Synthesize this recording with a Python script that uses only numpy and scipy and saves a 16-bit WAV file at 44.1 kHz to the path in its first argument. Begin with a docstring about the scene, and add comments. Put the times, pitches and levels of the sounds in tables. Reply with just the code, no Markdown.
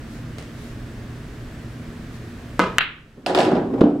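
"""Two pool balls clack in a quiet room with humming ventilation.
A hand slides on the cloth, the cue taps lightly, then knocks the cue ball into another; that ball
rattles into a corner pocket, rolls down the return channel and thuds at its bend. Each impact is a
short pulse that excites damped modes and reflections in the table and the room.
The clack drives a limiter, whose gain drops and then creeps back."""
import sys
import numpy as np
from scipy import signal
from scipy.fft import rfft, irfft
from scipy.io import wavfile

SR = 44100
rng = np.random.default_rng(int(sys.argv[2]) if len(sys.argv) > 2 else 0)


def master(y):
    """Save y as 16-bit WAV."""
    cut = np.clip(np.atleast_2d(y).T, -1, 1)
    pcm = np.round(cut * 32767)  # scale
    wavfile.write(sys.argv[1], SR, pcm.astype(np.int16))


N = 176400
T = np.arange(SR * 3 // 4) / SR  # time axis of an impulse response, in seconds
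CUE_S, CLACK_S = 2.5941, 2.7839

# Spectra. Each row: frequency in Hz, relative level in dB.
AIR_SPECTRUM = [(15, -38.5), (25, -4.5), (48, -2.5), (91, -5.5), (122, -5.5), (175, -11.5), (227, -7.5),
                (322, -9), (400, -17.5), (684, -21), (804, -26.5), (1750, -23.5), (2230, -28.5),
                (7910, -42), (15500, -50)]
CLOTH_SPECTRUM = [(1000, -1), (4000, 2), (7500, -3), (10000, -6), (15000, -13)]
TAP_SPECTRUM = [(100, -7), (500, 9), (1000, -5.5), (2200, -1.5), (4000, -6), (5300, -8), (9500, -12),
                (12000, -26)]
CUE_SPECTRUM = [(20, -66), (70, -19), (170, -1), (520, 2.5), (780, -6.5), (1000, 2.5), (1350, -3),
                (2100, -13), (3000, -15), (5500, -28), (8000, -34.5), (15000, -50)]
CLACK_SPECTRUM = [(100, -39.5), (600, -3), (1200, 5.5), (1800, 6), (2300, 6.5), (2750, 10.5), (3200, -3),
                  (4200, 0), (5200, -32), (8000, -32), (15000, -44.5)]
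CLACK_REVERB_SPECTRUM = [(100, -10), (750, -15.5), (1500, 0.5), (2200, -2), (2800, -0.5), (4000, -11),
                         (5200, -35), (8000, -41), (15000, -47)]
ROLL_SPECTRUM = [(20, -35.5), (110, -11), (200, -6), (330, 5), (750, -18.5), (1000, -20), (3000, -48),
                 (15000, -70)]
LINER_SPECTRUM = [(20, -41.5), (150, -6), (350, 0.5), (750, 2), (1000, -9), (1600, -9.5), (2100, -18),
                  (5000, -23.5), (6300, -29.5), (8000, -28), (15000, -48)]
CLINK_SPECTRUM = [(500, -24), (2100, -6.5), (2700, 3.5), (5000, -3), (6200, -20.5), (15000, -35.5)]
THUD_SPECTRUM = [(20, -40), (110, -17.5), (200, 4), (330, 6.5), (450, 2), (750, -5), (1000, -14.5),
                 (1400, -17.5), (2000, -32.5), (3000, -31.5), (7000, -53.5), (15000, -82)]
# Modes of the struck bodies. Each row: frequency in Hz, relative level in dB, 60 dB decay in seconds.
TAP_RESONANCES = [(2110, -30, .09), (2850, -36, .07), (5230, -40, 0.073)]
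CUE_RESONANCES = [(182, -15, 0.32), (330, 1, 0.029), (492, -13.5, 0.22), (648.6, -23.5, .4),
                  (977, -22.5, 0.31), (1060, -29, 0.18), (1245, -17, 0.3), (1273, -14, .32),
                  (1498, -17, 0.18), (1653, -28, 0.28), (2060, -20, 0.22), (2440, -33.5, 0.54),
                  (3070, -37.5, .3)]
CLACK_RESONANCES = [(1410, -19, 0.28), (1550, -16, 0.19), (1710, -11, .04), (2750, -7.5, .13),
                    (3020, 1.5, 0.014)]
POCKET_RESONANCES = [(188, -23.5, 0.19), (317.5, -18.5, 0.24), (367.2, -12, .24), (564.3, -20, .22),
                     (706, -17, 0.16), (730, -12.5, 0.079), (828, -26, 0.29), (981, -27, 0.39)]
CHANNEL_RESONANCES = [(185.2, -22.5, 0.68), (243, 1.5, 0.034), (240, -12, 0.19), (292.3, -9, 0.34),
                      (372.3, -21.5, 0.27), (425, -6, 0.038), (449.7, -16, 0.17), (675, -24, 0.22)]
# Echoes of the cue's knock. Each row: delay in seconds, gain relative to the direct path.
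CUE_REFLECTIONS = [(.0012, 0.16), (.0053, 0.44), (.0067, 0.55), (.0238, 0.22), (.046, 0.33)]
# Delayed pulses: the second ball's click right after the first, then echoes from lamp, ceiling and walls.
# Each row: delay in seconds, gain relative to the first pulse.
CLACK_ARRIVALS = [(.0006, 0.65), (.0063, 0.69), (.024, 0.45), (.0266, 0.28), (.0381, 0.16)]
# Reverberation of the room. Each row: frequency in Hz, 60 dB decay in seconds.
ROOM_T60 = [(120, 1), (500, 0.5), (1500, 0.4242), (3000, 0.4153), (7000, 0.315), (14000, 0.1347)]
# Stereo width of the reflections. Each row: frequency in Hz, side level relative to mid in dB.
SIDE_SPECTRUM = [(150, -35.5), (350, -17.5), (700, -8.5), (1300, -7), (2100, -1), (10000, -7.5)]
# Likeness of the air noise in left and right. Each row: frequency in Hz, correlation from 0 to 1.
AIR_CORRELATION = [(60, 0.98), (180, 1), (550, 0.9), (1650, 0.53), (4970, 0.42), (15000, 0.13)]
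# Tones of the ventilation. Each row: frequency in Hz, relative level in dB.
HUM_TONES = [(119, -43), (156.1, -46), (221, -49), (239, -49), (425.3, -55), (7881, -77)]
# Hand movements. Each row: midpoint in seconds, length in seconds, relative level in dB.
HAND_SLIDES = [(.15, 0.23, -53), (.64, 0.33, -51.5), (2.151, 0.12, -54)]
# Light taps of the cue. Each row: start in seconds, relative level in dB.
CUE_TAPS = [(.3835, -13), (.424, -19.5)]
# Envelope of the rolling. Each row: time in seconds, relative level in dB.
ROLL_ENVELOPE = [(3.14, -63), (3.18, -33.5), (3.33, -39), (3.4, -32), (3.55, -13), (3.598, -19),
                 (3.689, -20.5), (3.76, -14.5), (3.8, -16), (3.89, -19), (3.961, -25.5), (4, -25)]
# Pocket hits. Each row: start in seconds, knock gain in dB, tilt in dB per octave, clink gain in dB.
POCKET_HITS = [(3.2622, -2, 1.5, 1), (3.296, -3, -3, -16), (3.3482, 2, 0, 3.5), (3.375, 1.5, -3, -4),
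               (3.387, 1, 1, -0.5), (3.404, 0, -1, -1.5), (3.4307, -7.5, 0.5, -11), (3.45, -10, 0.5, -8.5),
               (3.466, -3, -4.5, -23), (3.514, -3, -5, -22), (3.553, -6.5, -5.5, -19.5),
               (3.565, -6, -6.5, -23.5)]
# Hits at the channel's bend. Each row: start in seconds, gain in dB, treble tilt in dB per octave.
BEND_HITS = [(3.739, -10.5, 1), (3.809, -3, 5), (3.8148, 6, -0.5), (3.8386, 3.5, -1), (3.8551, -2, -6.5),
             (3.8722, -8, -7), (3.921, -9.5, -9), (3.958, -10.5, -9.5)]


def amp(db):
    """Amplitude grows tenfold for every 20 dB."""
    return 10 ** (np.asarray(db) / 20)


def unit_rms(x):
    """Normalisation brings the mean power to one."""
    return x / np.sqrt(np.mean(x ** 2) + 1e-20)


def curve_at(points, hz):
    """Interpolation on a logarithmic frequency axis joins the points."""
    freqs, values = np.transpose(points)
    return np.interp(np.log(hz + 1), np.log(freqs), values)


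def add(mix, start_s, sound):
    """Superposition: a sound sums into the mix from its start time."""
    part = mix[..., round(start_s * SR):][..., :sound.shape[-1]]
    part += sound[..., :part.shape[-1]]


def shaped(x, spectrum):
    """Zero-phase filtering weights each frequency by a spectrum in dB."""
    n = x.shape[-1]
    return irfft(rfft(x) * amp(curve_at(spectrum, np.fft.rfftfreq(n, 1 / SR))), n)


def pulse(spectrum, tilt_db=0, size=4096):
    """A minimum-phase pulse delivers its unit energy as early as its spectrum allows."""
    hz = abs(np.fft.fftfreq(size, 1 / SR))
    log_gain = np.log(amp(curve_at(spectrum, hz) + tilt_db * np.log2(1 + hz / 700)))
    transfer = np.exp(np.conj(signal.hilbert(log_gain)))
    impact = np.fft.ifft(transfer).real[:size // 2]
    return impact / np.linalg.norm(impact)


def through(x, response):
    """Convolution carries a mono sound through a stereo impulse response."""
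    return signal.fftconvolve(x[None], response, axes=1)[:, :max(len(x), len(T))]


def ring(modes, rise_s, spread_db=0, tilt_db=0):
    """Free vibration is a sum of damped modes; the spread stands for a varying point of impact."""
    centre_hz = np.mean([mode[0] for mode in modes])
    tones = 0
    for hz, db, t60 in modes:
        onset_db = db + tilt_db * np.log2(hz / centre_hz) + spread_db * rng.standard_normal()
        tones += amp(onset_db - 60 * T / t60) * np.sin(2 * np.pi * hz * T)
    return tones * (1 - np.exp(-T / rise_s))


def diffuse(build_s, t60=None):
    """Dense reflections build up and decay exponentially, at the room's rate unless t60 is given."""
    mid, side = rng.choice([-1., 1.], (2, len(T))) * (rng.random((2, len(T))) < 1 / 8)
    side = shaped(side, SIDE_SPECTRUM)
    hz, t, bands = signal.stft(np.array([mid + side, mid - side]), SR, nperseg=256)
    decay_s = curve_at(ROOM_T60, hz)[:, None] if t60 is None else t60
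    tail = signal.istft(bands * amp(-60 * t / decay_s), SR)[1][:, :len(T)]
    tail *= 1 - np.exp(-T / build_s)
    return tail / np.linalg.norm(tail[0])


def paths(arrivals):
    """A tapped delay line: weaker, delayed pulses follow the first."""
    response = np.zeros((2, len(T)))
    response[:, 0] = 1
    for delay_s, gain in arrivals:
        response[0, round(delay_s * SR) + rng.integers(0, 3)] += gain
        response[1, round(delay_s * SR)] += gain
    return response


def ventilation(waver=0.6):
    """Broadband air noise underlies a hum that wavers by slow amplitude and phase modulation."""
    common, separate = rfft(rng.standard_normal((2, N)))
    correlation = np.clip(curve_at(AIR_CORRELATION, np.fft.rfftfreq(N, 1 / SR)), 0, 1)
    right = correlation * common + np.sqrt(1 - correlation ** 2) * separate
    air = unit_rms(shaped(irfft(np.array([common, right]), N), AIR_SPECTRUM))
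    t, knots = np.arange(N) / SR, np.linspace(0, N / SR, 32)
    hum = 0
    for hz, db in HUM_TONES:
        swell, drift = (np.interp(t, knots, rng.standard_normal(len(knots))) for _ in range(2))
        tone = np.sqrt(2) * np.sin(2 * np.pi * hz * t + 2 * waver * drift)
        hum += amp(db) * (1 + waver * swell) * tone
    return amp(-36.5) * air + hum


def hand_slides():
    """Friction between hand and cloth makes a hiss that swells and fades."""
    out = np.zeros((2, N))
    for midpoint_s, length_s, db in HAND_SLIDES:
        n = round(length_s * SR)
        hiss = unit_rms(shaped(rng.standard_normal((2, N)), CLOTH_SPECTRUM))[:, :n]
        add(out, midpoint_s - length_s / 2, amp(db) * np.hanning(n) * hiss)
    return out


def cue_taps():
    """Light impacts of the cue excite faint, quickly damped high modes."""
    out = np.zeros((2, N))
    for start_s, db in CUE_TAPS:
        space = diffuse(build_s=0.00028, t60=0.022) + diffuse(build_s=0.004)
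        tap = through(pulse(TAP_SPECTRUM), space) + ring(TAP_RESONANCES, rise_s=0.0005)
        add(out, start_s, amp(db) * tap)
    return out


def cue_strike():
    """The compliant leather tip gives a dull knock and sets the modes of shaft and ball ringing."""
    out = np.zeros((2, N))
    reverb = amp(12) * through(pulse(CUE_SPECTRUM, tilt_db=2), diffuse(build_s=0.006))
    knock = amp(16) * through(-pulse(CUE_SPECTRUM), paths(CUE_REFLECTIONS))
    add(out, CUE_S, knock + reverb - ring(CUE_RESONANCES, rise_s=0.00224))
    return out


def ball_clack(wall_delay_s=0.024):
    """In a brief, hard contact each ball radiates a click; a bright ring and room echoes follow."""
    out = np.zeros((2, N))
    clack = amp(24) * through(-pulse(CLACK_SPECTRUM), paths(CLACK_ARRIVALS))
    clack -= ring(CLACK_RESONANCES, rise_s=0.00044)
    add(out[0], CLACK_S + 1 / SR, clack[0])  # arrives a little later on the left
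    add(out[1], CLACK_S, clack[1])
    reflected = pulse(CLACK_REVERB_SPECTRUM)
    add(out, CLACK_S, amp(18.5) * through(reflected, diffuse(build_s=0.02)))
    wall_flutter = through(reflected, diffuse(build_s=0.0005, t60=0.16))
    add(out, CLACK_S + wall_delay_s, amp(22) * wall_flutter)
    return out


def ball_roll(bumps_per_s=400):
    """Random excitation: small bumps of the rolling ball drive the hollow return channel's modes."""
    bumps = rng.choice([-1., 1.], N) * (rng.random(N) < bumps_per_s / SR)
    rumble = unit_rms(through(shaped(bumps, ROLL_SPECTRUM), diffuse(build_s=0.0012, t60=0.072)))
    hollow = unit_rms(signal.fftconvolve(bumps, ring(CHANNEL_RESONANCES, rise_s=0.0015))[:N])
    envelope_db = np.interp(np.arange(N) / SR, *np.transpose(ROLL_ENVELOPE), left=-120)
    return (rumble + amp(-7) * hollow) * amp(envelope_db)


def pocket_rattle():
    """Rebounds knock the liner and clink on the metal casting; softer contact favours the low modes."""
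    out = np.zeros((2, N))
    for start_s, knock_db, tilt_db, clink_db in POCKET_HITS:
        body = amp(16.5) * diffuse(build_s=0.001, t60=0.046)
        room = amp(17.5) * diffuse(build_s=0.0074)
        knock = through(pulse(LINER_SPECTRUM, tilt_db), body + room)
        hollow = ring(POCKET_RESONANCES, rise_s=0.0032, spread_db=2.1, tilt_db=0.91 * tilt_db)
        add(out, start_s, amp(knock_db) * (knock + amp(5.5) * hollow))
        casting = amp(8.5) * diffuse(build_s=0.000079, t60=0.018)
        clink_room = amp(2) * diffuse(build_s=0.0028)
        add(out, start_s, amp(clink_db) * through(pulse(CLINK_SPECTRUM), casting + clink_room))
    return out


def bend_thuds():
    """Impacts of the ball at the bend excite the channel's low resonances."""
    out = np.zeros((2, N))
    for start_s, db, tilt_db in BEND_HITS:
        direct = amp(14) * paths([])
        body = amp(19) * diffuse(build_s=0.00084, t60=0.039)
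        room = amp(15) * diffuse(build_s=0.0033)
        thud = through(pulse(THUD_SPECTRUM, tilt_db), direct + body + room)
        hollow = amp(1.5) * ring(CHANNEL_RESONANCES, rise_s=0.0019)
        add(out, start_s, amp(db) * (thud + hollow))
    return out


def scene():
    """The sources superpose; a small level difference places them slightly to the right."""
    mix = ventilation() + hand_slides() + cue_taps() + cue_strike() + ball_clack()
    mix += ball_roll() + pocket_rattle() + bend_thuds()
    return mix * amp([[-0.35], [0.35]])


def record(dry):
    """A limiter ducks quickly and recovers slowly; overshoot saturates; a low-pass limits the band."""
    limit_db, attack_s, recover_db_per_s = 1.5, 0.002, 8
    knee, cutoff_hz = 5, 15900
    over_db = np.maximum(20 * np.log10(abs(dry).max(0) + 1e-9) - limit_db, 0)
    recovery_db = np.arange(N) / SR * recover_db_per_s
    held_db = np.maximum.accumulate(over_db + recovery_db) - recovery_db
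    pole = np.exp(-1 / (attack_s * SR))
    ducked = dry * amp(-signal.lfilter([1 - pole], [1, -pole], held_db))
    clipped = ducked / (1 + abs(ducked) ** knee) ** (1 / knee)
    lowpass = signal.firwin(255, cutoff_hz, window=("kaiser", 9), fs=SR)
    return signal.oaconvolve(clipped, lowpass[None], "same")


dry = scene()
out = record(dry)
master(out)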